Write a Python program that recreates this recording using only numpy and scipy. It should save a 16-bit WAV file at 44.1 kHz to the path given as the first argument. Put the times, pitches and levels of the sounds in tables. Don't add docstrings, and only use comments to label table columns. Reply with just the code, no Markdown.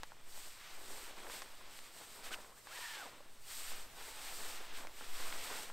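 import sys
import numpy as np
from scipy import signal
from scipy.fft import rfft, irfft
from scipy.io import wavfile

SR = 44100
rng = np.random.default_rng(int(sys.argv[2]) if len(sys.argv) > 2 else 0)


def master_out(mix):
    frames = np.transpose(np.atleast_2d(mix))
    ceiling = np.clip(frames, -1, 1)
    pcm = np.round(ceiling * 32767).astype(np.int16)
    wavfile.write(sys.argv[1], SR, pcm)


def ratio_of_db(decibels):
    return 10 ** (np.asarray(decibels, float) / 20)


N = 252252


def rms_one(x):
    return x / np.sqrt(np.mean(x ** 2) + 1e-20)


def in_time(rows):
    seconds, *columns = np.transpose(rows)
    return [np.interp(np.arange(N) / SR, seconds, column) for column in columns]


def colour(x, points):
    hz, db = np.transpose(points)
    f = np.maximum(np.arange(N // 2 + 1) * SR / N, .1)
    gain_db = np.interp(np.log(f), np.log(hz), db, left=-60, right=-60)
    return irfft(rfft(x) * ratio_of_db(gain_db), N)


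def coloured_noise(points):
    return rms_one(colour(rng.standard_normal(N), points))


def drift(rate_hz):
    r = np.exp(-2 * np.pi * rate_hz / SR)
    noise = rng.standard_normal(N + SR)
    return rms_one(signal.lfilter([1], [1, -2 * r, r * r], noise)[SR:])


def ring(clicks, hz, t60):
    r = ratio_of_db(-60 / (t60 * SR))
    w = 2 * np.pi * hz / SR
    return signal.lfilter([0, np.sin(w)], [1, -2 * r * np.cos(w), r * r], clicks)


def friction(spectrum, level_db, per_s, spread_db, grain_db, patchy_db, patch_rate):
    sizes = ratio_of_db(spread_db * np.minimum(rng.exponential(1, N), 5)) * rng.choice([-1, 1], N)
    ticks = rms_one(sizes * (rng.random(N) < per_s / SR))
    rub = rng.standard_normal(N) + ratio_of_db(grain_db) * ticks
    patches_db = patchy_db * drift(patch_rate)
    return ratio_of_db(level_db + patches_db) * rms_one(colour(rub, spectrum))


# frequency in Hz, spectral density in dB per Hz.
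MURMUR_COLOUR = [(30, -15), (60, -3.5), (110, -3), (160, -6.5), (300, -10.5), (600, -26)]


def tree_murmur():
    level_db = -73.5 + 1.2 * drift(1.0)
    return ratio_of_db(level_db) * coloured_noise(MURMUR_COLOUR)


# frequency in Hz, spectral density in dB per Hz.
AIR_COLOUR = [(1, -28), (3, 2.5), (6, -1.5), (12, -29.5), (25, -29.5), (50, -37), (90, -68)]
# time in seconds, level in dB.
GUSTS = [(0.0, -53.5), (0.33, -51.5), (0.51, -53), (0.65, -46), (1.59, -48), (2.04, -64), (2.26, -45.5),
         (2.64, -56), (2.87, -51), (3.03, -55), (3.97, -40.5), (4.21, -46), (4.29, -44), (5.45, -43),
         (5.72, -50)]


def air_on_microphone():
    level_db, = in_time(GUSTS)
    return ratio_of_db(level_db) * coloured_noise(AIR_COLOUR)


# frequency in Hz, spectral density in dB per Hz.
SIDE_COLOUR = [(2, 16), (30, -42), (150, -11), (500, -5), (1200, -14.5), (4000, -11.5), (10000, -11.5),
               (16000, -8)]


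def side_noise(cloth):
    floor_db, follow_db, linger_s = -87, -32.5, 0.058
    linger = np.exp(-1 / (linger_s * SR))
    recent_power = signal.lfilter([1 - linger], [1, -linger], cloth ** 2)
    following = ratio_of_db(follow_db) * np.sqrt(recent_power)
    flicker = ratio_of_db(7.0 * drift(8.1))
    return (ratio_of_db(floor_db) + following) * flicker * coloured_noise(SIDE_COLOUR)


# time in seconds, level in dB before the patchiness.
FLAP_LEVEL = [(0, -65), (.12, -67), (.4, -64.5), (.6, -69.5), (.83, -60), (1.0, -58), (1.09, -62.5),
              (1.2, -56.5), (1.36, -58), (1.46, -63), (1.65, -61.5), (1.85, -69), (2.0, -63), (2.15, -66.5),
              (2.26, -56.5), (2.34, -56.5), (2.4, -60), (2.62, -68.5), (2.77, -61.5), (2.85, -74),
              (3.05, -56), (3.35, -71), (3.45, -69), (3.72, -59), (3.92, -64), (4.03, -59.5), (4.15, -61.5),
              (4.52, -56), (4.7, -62), (4.84, -54), (4.92, -63.5), (5.05, -61.5), (5.25, -56), (5.5, -52.5),
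              (5.72, -60)]


def flap_level():
    return in_time(FLAP_LEVEL)[0]


# frequency in Hz, spectral density in dB per Hz.
FLAPPING = [(120, -25), (200, -8.5), (400, -2), (700, -2), (1000, -2.5), (1500, -6), (2600, -14)]


def flapping(flap_db):
    return friction(FLAPPING, flap_db, per_s=200, spread_db=2.5, grain_db=-6.0, patchy_db=2.1, patch_rate=29)


def crinkles(level_db, per_s, cycles):
    sizes = ratio_of_db(2.4 * np.minimum(rng.exponential(1, N), 4)) * rng.choice([-1, 1], N)
    born = rng.random(N) < per_s * ratio_of_db(3.0 * drift(8.0)) / SR
    pitches = np.geomspace(700, 4200, 18)
    dealt = rng.integers(0, 18, N)
    rings = np.zeros(N)
    for k, hz in enumerate(pitches):
        clicks = sizes * born * (dealt == k) + 1e-18
        rings += ring(clicks, hz, cycles / hz)
    soft = signal.lfilter([.15], [1, -.85], rings)
    return ratio_of_db(level_db) * rms_one(soft)


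# start in seconds, level of the pop in dB, its lower pitch in Hz, brightness of the tick
# against the pop in dB, time in seconds for the crackle to fall 30 dB.
SNAPS = [(.0333, -29, 1200, 2, 0.016), (0.1194, -38.5, 1000, -7, .008), (.376, -45, 637, -20, 0.019),
         (1.268, -36.5, 1100, -17, 0.013), (1.299, -34, 1700, -10, .004), (1.42, -34, 1210, 6.5, 0.03),
         (1.611, -43, 1000, -10, 0.0044), (1.79, -34.5, 2490, -18, .012), (2.011, -42.5, 560, -20, 0.011),
         (2.447, -42, 1300, -12, .005), (2.671, -37.5, 1210, -2, 0.011), (2.789, -38, 557, -20, .008),
         (2.971, -38, 706, -8, .004), (3.205, -45, 630, -12, 0.024), (3.718, -38.5, 680, -20, 0.0054),
         (3.983, -42.5, 800, -12, .006), (4.012, -40, 1060, -6, 0.0051), (4.786, -36.5, 1400, 2, 0.012),
         (4.8496, -37.5, 600, -22, 0.018), (4.871, -33.5, 1500, -2, 0.0036), (5.01, -36, 950, -20, 0.004),
         (5.326, -27.5, 2110, -21, .003), (5.529, -42, 1400, -12, .006), (5.7, -35.5, 1010, -16, .012)]


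def snaps():
    echo_s, echo_db = .0036, -9
    out, length = np.zeros(N + SR), SR // 20
    chance = rng.standard_normal((len(SNAPS), length))
    for (s, db, hz, bright_db, crackle_s), noise in zip(SNAPS, chance):
        decay_db = -30 * np.arange(length) / SR / max(crackle_s, .001)
        crack = 0.051 * noise * ratio_of_db(decay_db)
        crack[0] = -1
        push = np.convolve(crack, np.hanning(int(SR / hz / 3) + 2))[:length]
        body = ring(push, hz, 6.6 / hz) + 1.1 * ring(push, 1.45 * hz, 6.1 / hz)
        tick = ratio_of_db(bright_db) * ring(crack, 5300, 0.00057)
        at = round(s * SR)
        out[at:at + length] += ratio_of_db(db) * (body / np.abs(body).max() + tick)
    lag = round(echo_s * SR)
    dulled = signal.lfilter([.4], [1, -.6], out)
    out[lag:] += ratio_of_db(echo_db) * dulled[:-lag]
    no_bass = signal.butter(2, 480, "high", fs=SR, output="sos")
    return signal.sosfilt(no_bass, out[:N])


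# overtone level in dB against the lower tone, unevenness as a share of the rate, and a curve
# of time in seconds, mean threads per second, lower tone's peak level in dB before the grip varies.
WEAVE = [(-10, .05, [(2.308, 1000, -51), (2.32, 1400, -49), (2.336, 1480, -46)]),
         (3, .2, [(2.336, 1350, -46), (2.345, 1600, -45)]), (10, .045, [(2.52, 500, -76), (2.57, 750, -80),
         (2.605, 1030, -79)]), (4, .03, [(2.685, 490, -64), (2.705, 550, -62), (2.73, 800, -63),
         (2.755, 960, -58), (2.87, 875, -59), (2.93, 890, -57), (2.97, 800, -60), (3.02, 730, -57),
         (3.05, 560, -58), (3.085, 330, -66)]), (-20, .05, [(.82, 340, -64), (.95, 370, -63),
         (1.04, 330, -65)]), (-10, .07, [(4.01, 920, -59), (4.12, 820, -63), (4.19, 760, -60),
         (4.32, 695, -65)]), (5, .04, [(4.75, 1680, -62), (4.795, 1480, -60)]),
         (3, .05, [(5.015, 1600, -64), (5.04, 1650, -65)]), (-8, .05, [(5.13, 1080, -60), (5.23, 980, -57),
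         (5.31, 1250, -58)]), (-10, .055, [(5.5, 930, -55), (5.545, 1400, -56), (5.585, 1300, -55)])]


def weave():
    fade_share, fade_db_per_share = .12, 30
    out, t = np.zeros(N), np.arange(N) / SR
    waver, sway = drift(142), drift(150)
    grip, grip_up = drift(25), drift(22)
    hesitation = .015 * drift(18)
    blur = 2 * np.pi * np.cumsum(45 * sway + 50) / SR
    for overtone_db, uneven, stroke in WEAVE:
        per_s, level_db = in_time(stroke)
        start, end = stroke[0][0], stroke[-1][0]
        outside = np.maximum(np.maximum(start - t, t - end), 0) / (end - start)
        fade_db = np.minimum(fade_db_per_share * outside / fade_share, 100)
        threads_per_s = per_s * (1 + uneven * waver + hesitation)
        phase = 2 * np.pi * np.cumsum(threads_per_s) / SR
        lower = ratio_of_db(3 * grip) * np.sin(phase + blur)
        overtone = ratio_of_db(overtone_db + 3.6 * grip_up) * np.sin(2 * phase)
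        out += ratio_of_db(level_db - fade_db) * (lower + overtone)
    return out


# time full speed is reached in seconds, rise in seconds, hold in seconds, fall in seconds,
# sliding hiss in dB, crumpling in dB.
STROKES = [(0.4, 0.13, .03, 0.15, -55, -58.5), (0.72, 0.21, .005, 0.1, -63.5, -58.5),
           (0.938, 0.18, 0.13, 0.065, -56.5, -59), (1.18, 0.027, .005, 0.23, -62.5, -61),
           (1.328, 0.05, 0.034, 0.076, -52.5, -54.5), (1.768, .09, .005, 0.051, -58.5, -60),
           (1.859, .05, .003, 0.043, -59, -59.5), (1.99, 0.087, .005, 0.18, -57, -62.5),
           (2.166, 0.11, .005, 0.096, -58, -60.5), (2.257, 0.032, 0.011, .04, -53.5, -50.5),
           (2.329, 0.024, 0.012, .016, -51.5, -48), (2.428, 0.15, .005, 0.092, -62.5, -62),
           (2.579, .045, .003, 0.057, -63.5, -70), (2.66, 0.032, .003, 0.061, -64, -79),
           (2.792, 0.13, 0.11, 0.23, -54.5, -50.5), (3.531, 0.09, 0.2, .12, -51, -53.5),
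           (4.025, .08, 0.046, 0.091, -55.5, -55), (4.227, 0.16, 0.25, 0.19, -52, -54),
           (4.777, 0.057, .003, .075, -55, -55.5), (5.006, 0.076, .005, 0.14, -56, -55),
           (5.224, 0.15, 0.041, 0.19, -52, -50.5), (5.486, 0.21, 0.05, 0.21, -50.5, -50)]
# time in seconds, sliding hiss in dB, crumpling in dB.
STIR = [(0, -68, -64), (.25, -70, -68), (.6, -64, -59.5), (1.55, -64, -61.5), (2.3, -70.5, -66.5),
        (2.55, -68.5, -75), (3.2, -69.5, -65.5), (3.35, -68, -68.5), (3.92, -68, -64), (4.7, -70, -55.5),
        (4.901, -71, -63), (5.72, -74, -65)]


def stroke_levels():
    edge_db, edge_power = 12, 1.9
    widths = (1, 0.96)
    coarse = 32
    t = np.arange(0, N, coarse) / SR
    levels_db = []
    for column, (widen, stir_db) in enumerate(zip(widths, in_time(STIR))):
        power = ratio_of_db(2 * stir_db[::coarse])
        for s, rise, hold, fall, *stroke_db in STROKES:
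            before, after = (s - t) / rise, (t - s - hold) / fall
            away = np.maximum(np.maximum(before, after), 0) / widen
            lost_db = edge_db * np.minimum(away, 5) ** edge_power
            power = power + ratio_of_db(2 * (stroke_db[column] - lost_db))
        levels_db.append(np.interp(np.arange(N) / SR, t, 10 * np.log10(power)))
    return levels_db


# frequency in Hz, spectral density in dB per Hz.
CRUMPLING = [(600, -13.5), (1200, -5), (2000, -3), (3500, -4.5), (5000, -9.5), (8000, -17.5)]


def crumpling(crumple_db):
    return friction(CRUMPLING, crumple_db, per_s=900, spread_db=1.0, grain_db=-5.5,
                    patchy_db=1.0, patch_rate=11.3)


# frequency in Hz, spectral density in dB per Hz.
SLIDING = [(2500, -12.5), (4500, -3), (6500, -7), (8200, 1), (9300, -4.5), (10500, -13.5), (12900, -5),
           (14500, -12), (16500, -15)]


def sliding(slide_db):
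    return friction(SLIDING, slide_db, per_s=3300, spread_db=1.5, grain_db=-3.5,
                    patchy_db=1.07, patch_rate=11)


def scene():
    slide_db, crumple_db = stroke_levels()
    flap_db = flap_level()
    cloth = sliding(slide_db) + crumpling(crumple_db) + flapping(flap_db)
    cloth += crinkles((crumple_db + flap_db) / 2 - 12.5, per_s=250, cycles=8.1)
    cloth += weave() + snaps()
    middle = cloth + air_on_microphone() + tree_murmur()
    return middle + side_noise(cloth) * [[1], [-1]]


def band_limit(x):
    return signal.sosfilt(signal.butter(12, 16620, fs=SR, output="sos"), x)


def record(dry):
    below_cutoff = np.arange(N // 2 + 1) * SR / N < 15750
    cut = irfft(rfft(dry) * below_cutoff, N)
    return band_limit(cut)


dry = scene()
out = record(dry)
master_out(out)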